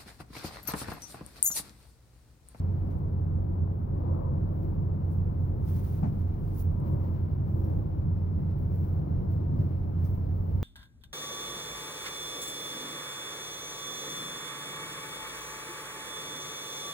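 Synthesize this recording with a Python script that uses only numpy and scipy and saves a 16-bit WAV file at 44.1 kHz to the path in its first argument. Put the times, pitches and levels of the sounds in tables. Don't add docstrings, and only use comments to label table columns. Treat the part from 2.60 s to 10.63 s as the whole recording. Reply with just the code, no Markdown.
import sys
import numpy as np
from scipy import signal
from scipy.fft import rfft, irfft, next_fast_len
from scipy.io import wavfile

SR = 44100
rng = np.random.default_rng(int(sys.argv[2]) if len(sys.argv) > 2 else 0)


def dump(signal):
    limited = np.clip(np.atleast_2d(signal).T, -1, 1)
    pcm = np.round(limited * 32767).astype(np.int16)
    wavfile.write(sys.argv[1], SR, pcm)


N = 354123
TIME = np.arange(N) / SR
SIZE = next_fast_len(N)
FREQS = np.maximum(np.fft.rfftfreq(SIZE, 1 / SR), 1)
PORT_LAG_S = 0.00058

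# t/s, level/dB
BAG_STIR = [(0, -71), (1.1, -88), (2.05, -78.5), (2.85, -77.5), (3.4, -71), (4.15, -77.5), (4.55, -72),
            (4.95, -77), (6.2, -73), (6.8, -75), (7.03, -73.5), (7.65, -74.5), (8.03, -73.5)]
# f/Hz, left/dB, right/dB
CABIN_BOOM = [(85.6, -2.5, -6), (116, -1.5, -2), (144, 1, 0.5), (202, -12, -10), (281, -19, -20)]


def from_db(db):
    return 10 ** (np.asarray(db) / 20)


def rms_one(x):
    return x / np.sqrt(np.mean(x ** 2) + 1e-20)


def in_time(rows):
    return np.interp(TIME, *np.transpose(rows))


def over_pitch(rows):
    hz, *columns = np.transpose(rows)
    return np.array([np.interp(np.log(FREQS), np.log(hz), c) for c in columns])


def drift(rate_hz):
    spectrum = rfft(rng.standard_normal(SIZE)) / (1 + (FREQS / rate_hz) ** 2)
    return rms_one(irfft(spectrum, SIZE)[:N])


def stroke(peak_s, rise_s, fall_s):
    return np.exp(-.5 * ((TIME - peak_s) / np.where(TIME < peak_s, rise_s, fall_s)) ** 2)


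def strokes(rows):
    return sum(from_db(db) * stroke(s, rise, fall) for s, rise, fall, db in rows)


def effort(rows, rise_share, rest_db):
    power = sum((from_db(db) * stroke(s, rise_share * length, (1 - rise_share) * length)) ** 2
                for s, length, db in rows)
    return np.sqrt(from_db(rest_db) ** 2 + power)


def at_ports(drive, colour, skirt_db_per_octave=30):
    # f/Hz, level/dB
    diffuse = [(30, -23), (90, -19), (180, -12.5), (260, -9), (520, -9), (800, -5.5), (1100, -7.5),
               (1600, 0), (3000, 0)]
    # f/Hz, width/Hz, gain/dB
    air_modes = [(318.6, 4.5, 4.5), (392, 5.5, 1.5), (457, 83, -6), (482, 29, 4), (930, 24, 0)]
    side_gain = from_db(over_pitch(diffuse)[0])
    mid, side = rfft(drive, SIZE)
    ports = (mid + side_gain * side * [[1], [-1]]) / np.hypot(1, side_gain)
    ports[1] *= np.exp(-2j * np.pi * FREQS * PORT_LAG_S)
    cabin_db = sum(db / (1 + (2 * (FREQS - hz) / width) ** 2) for hz, width, db in air_modes)
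    octaves_beyond = np.abs(np.log2(FREQS / np.clip(FREQS, colour[0][0], colour[-1][0])))
    eq_db = over_pitch(colour) + cabin_db - skirt_db_per_octave * octaves_beyond
    return irfft(ports * from_db(eq_db), SIZE)[:, :N]


def steady(colour):
    return at_ports(rng.standard_normal((2, N)) * np.sqrt(SR / 2), colour)


def friction(colour, grains_per_s=700, spread_db=3, grain_db=-8):
    sizes = from_db(spread_db * np.minimum(rng.exponential(1, (2, N)), 5))
    signs = rng.choice([-1, 1], (2, N))
    slips = rng.random((2, N)) < grains_per_s / SR
    grains = from_db(grain_db) * rms_one(sizes * signs * slips)
    return rms_one(at_ports(rng.standard_normal((2, N)) + grains, colour))


def engine(turns_per_s=22.42, wander_turns=0.0028, flutter_db=1.0, pan_right_db=0.35):
    # multiple of the turning rate, level/dB
    orders = [(1, -63.5), (2, -54.5), (3, -44), (4, -31.5), (5, -47.5), (7, -46), (8, -54), (9, -53.5),
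              (19, -59.5)]
    # f/Hz, left/dB, right/dB
    rumble = [(20.3, -70, -69), (37.6, -55.5, -49.5), (60.5, -62.5, -59.5), (80.3, -51.5, -46),
              (112, -58, -52), (165, -54, -57), (205, -67, -63), (297, -67.5, -69.5), (472, -71, -75.5),
              (660, -78, -80), (946, -80, -86), (1574, -97, -105), (2230, -109, -113)]
    port_time = TIME - np.array([[0], [PORT_LAG_S]])
    turns = turns_per_s * port_time + wander_turns * drift(rate_hz=1.1)
    hum = sum(np.sqrt(2) * from_db(db) * np.sin(2 * np.pi * order * turns) for order, db in orders)
    balance_db = pan_right_db * np.array([[-.5], [.5]])
    return steady(rumble) + hum * from_db(balance_db - flutter_db * drift(rate_hz=8))


def hiss():
    # f/Hz, left/dB, right/dB
    colour = [(2390, -113, -113), (3704, -116, -119), (5500, -120, -128), (7250, -131, -132),
              (10100, -129, -127), (11700, -120, -118), (14500, -116, -114), (15500, -111, -109)]
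    return steady(colour)


def blanket_drags(catch_db=0.5):
    # peak t/s, length/s, level/dB
    drags = [(.3, 0.18, -46), (.87, 0.55, -48), (1.46, 0.23, -39.5), (1.95, 0.62, -44), (2.85, 0.71, -49),
             (4.35, 0.29, -44.5), (5.09, 0.32, -42.5), (5.83, .15, -47.5), (6.5, 0.62, -46),
             (6.95, 0.3, -46)]
    # f/Hz, left/dB, right/dB
    colour = [(187, -8, -7.5), (240, 1, -1), (330, 9, 8.5), (396, -0.5, 1), (570, -1.5, -5),
              (780, -10, -13), (1110, -14, -21.5), (1600, -32.5, -32.5), (2590, -42.5, -49),
              (5000, -51, -57.5)]
    rub = friction(colour) * effort(drags, rise_share=.45, rest_db=-58)
    return rub * from_db(catch_db * drift(rate_hz=26))


def weight_shifts():
    # peak t/s, length/s, level/dB
    leans = [(1.04, 0.14, -39.5), (1.5, 0.13, -38), (1.77, 0.28, -33.5), (2.2, 0.1, -33.5),
             (3.15, 0.094, -31.5), (3.51, 0.17, -34), (4.27, 0.23, -34.5), (5.05, 0.69, -35.5),
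             (5.46, 0.18, -33), (5.78, 0.13, -31.5), (6.08, 0.25, -33.5), (6.62, 0.44, -34.5),
             (7.0, 0.12, -28), (7.41, 0.092, -33.5)]
    return rms_one(steady(CABIN_BOOM)) * effort(leans, rise_share=0.48, rest_db=-44.5)


def padding_rustle(crinkles_per_s):
    # f/Hz, left/dB, right/dB
    colour = [(1290, 12, 1.5), (1910, 5, 5), (2260, 7.5, -1.5), (2640, -2, -4), (2870, 2, -6.5),
              (3500, -5.5, -10), (4250, -0.5, -13), (4600, -4.5, -15.5), (5300, -4, -22), (6200, -12, -20),
              (9000, -21, -22.5)]
    return friction(colour, crinkles_per_s, grain_db=-7) * from_db(in_time(BAG_STIR))


def nylon_swishes(crinkles_per_s, sheen_hz=12000, rise_share=0.34):
    # peak t/s, length/s, level/dB, extra sheen/dB
    pulls = [(0.303, 0.19, -74.5, -8), (1.55, 0.11, -83, 7.5), (1.999, .22, -77, 5),
             (2.515, 0.09, -70.5, 2.5), (2.838, 0.15, -73.5, 2), (3.123, 0.18, -58.5, -1.5),
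             (3.292, 0.15, -59.5, -1.5), (3.56, 0.2, -70.5, -1.5), (3.884, 0.24, -66.5, -3.5),
             (3.995, 0.059, -64, 8), (4.35, 0.39, -77, 5.5), (4.982, 0.23, -70, 2.5),
             (5.8, .06, -83.5, 4.5), (5.992, .06, -73.5, 7), (6.193, 0.2, -68, 2.5),
             (6.72, 0.056, -71.5, 4.5), (6.994, 0.13, -77, 4), (7.481, .12, -68, 4),
             (7.815, 0.28, -76, 5.5)]
    # f/Hz, left/dB, right/dB
    colour = [(1500, -5, -5), (3000, -5.5, -15), (5000, -6, -23), (6100, -5, -22), (7940, -13, -24.5),
              (9170, -1, -18), (9250, -1.5, -13), (11100, -10.5, -12.5), (13200, -1.5, -6),
              (15300, 0.5, 8.5)]
    nylon = friction(colour, crinkles_per_s, grain_db=-7)
    sheen = irfft(rfft(nylon, SIZE) / (1 + (sheen_hz / FREQS) ** 20), SIZE)[:, :N]
    rest_db = in_time(BAG_STIR) - 5
    rasp_gain = effort([(s, length, db) for s, length, db, _ in pulls], rise_share, rest_db)
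    sheen_gain = effort([(s, length, db + extra) for s, length, db, extra in pulls], rise_share, rest_db)
    return rasp_gain * (nylon - sheen) + sheen_gain * sheen


def sleeping_bags(gain_db=2.0, catch_db=1.5, clump_db=7.9):
    crinkles_per_s = 220 * from_db(clump_db * drift(rate_hz=5))
    level = from_db(gain_db + catch_db * drift(rate_hz=16))
    return level * (padding_rustle(crinkles_per_s) + nylon_swishes(crinkles_per_s))


def creases(right_db=-7):
    # t/s, f/Hz, width/Hz, decay/s, left peak level/dB
    snaps = [(.385, 8460, 600, .005, -69.5), (0.613, 8600, 400, 0.0083, -73),
             (2.028, 4500, 1980, .002, -63), (3.593, 11800, 3000, 0.0019, -56),
             (4.2, 11000, 2800, 0.0029, -57.5), (4.319, 8550, 1200, 0.012, -65),
             (4.56, 2900, 250, 0.027, -66), (4.975, 7500, 3000, 0.0025, -68),
             (4.992, 13300, 350, 0.0071, -64), (5.04, 5600, 297, 0.01, -63), (5.046, 13300, 400, .007, -56),
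             (5.117, 10000, 3000, .003, -65), (6.986, 4900, 300, 0.027, -66),
             (7.448, 5200, 2000, .018, -59)]
    ticks = np.zeros(N)
    age = TIME[:SR // 16]
    for s, hz, width_hz, decay_s, db in snaps:
        burst = rng.standard_normal(len(age)) * np.exp(-age / decay_s)
        radius = np.exp(-np.pi * width_hz / SR)
        resonator = [1, -2 * radius * np.cos(2 * np.pi * hz / SR), radius ** 2]
        tick = signal.lfilter([1, 0, -1], resonator, burst)
        start = int(s * SR)
        ticks[start:start + len(age)] += from_db(db) * tick / np.abs(tick).max()
    return ticks * from_db([[0], [right_db]])


def palm_wipes():
    # peak t/s, rise/s, fall/s, level/dB
    wipes = [(1.57, 0.091, 0.15, -44), (4.29, 0.12, 0.25, -48), (5.1, .06, .1, -60)]
    # f/Hz, left/dB, right/dB
    colour = [(320, 2, -4), (420, -6, -6.5), (526, 8, 7), (584, 3, -6), (730, -13.5, -15), (990, 1, -6),
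              (1340, -23, -24.5), (2060, -40, -46)]
    return friction(colour) * strokes(wipes)


def nylon_scuffs():
    # peak t/s, rise/s, fall/s, level/dB
    tugs = [(2.532, 0.016, .0098, -70.5), (2.83, .015, .016, -77), (3.957, 0.013, .008, -63),
            (4.003, .018, 0.0092, -55.5), (4.022, .005, .004, -61), (4.325, .0092, .012, -75),
            (6.165, .015, .025, -75.5), (7.456, .008, 0.01, -71)]
    # f/Hz, left/dB, right/dB
    colour = [(3000, -16.5, -20.5), (5500, -2, -28), (7800, -6, -24), (10200, 6, -12), (12500, -2, -7.5),
              (15500, -0.5, 1.5)]
    return friction(colour, grains_per_s=1300, spread_db=2, grain_db=0) * strokes(tugs)


def blanket_flop(thump_fall_s=0.07):
    # peak t/s, rise/s, slap fall/s, slap level/dB, thump level/dB
    landings = [(3.441, 0.0092, 0.023, -28.5, -30)]
    # f/Hz, left/dB, right/dB
    colour = [(150, 12, 14.5), (223, 16.5, 18), (350, 4, 2), (450, -4, -11), (557, -0.5, -4.5),
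              (664, 2.5, 2), (806, 3.5, -6), (1080, -16, -6.5), (1710, -19.5, -36), (2390, -23, -35),
              (3070, -38, -41), (7000, -38, -60)]
    slap_gain = strokes([(s, rise, fall, db) for s, rise, fall, db, _ in landings])
    thump_gain = strokes([(s, rise, thump_fall_s, db) for s, rise, _, _, db in landings])
    return slap_gain * friction(colour) + thump_gain * rms_one(steady(CABIN_BOOM))


def scene():
    background = engine() + hiss()
    handling = blanket_drags() + weight_shifts() + sleeping_bags()
    accents = creases() + palm_wipes() + nylon_scuffs() + blanket_flop()
    return background + handling + accents


def record(dry, cutoff_hz=15800, fade_s=.004):
    low_pass = signal.ellip(12, .1, 90, cutoff_hz, fs=SR, output="sos")
    fade_in = np.sin(np.pi / 2 * np.minimum(TIME / fade_s, 1))
    return signal.sosfilt(low_pass, dry * fade_in)


dry = scene()
out = record(dry)
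dump(out)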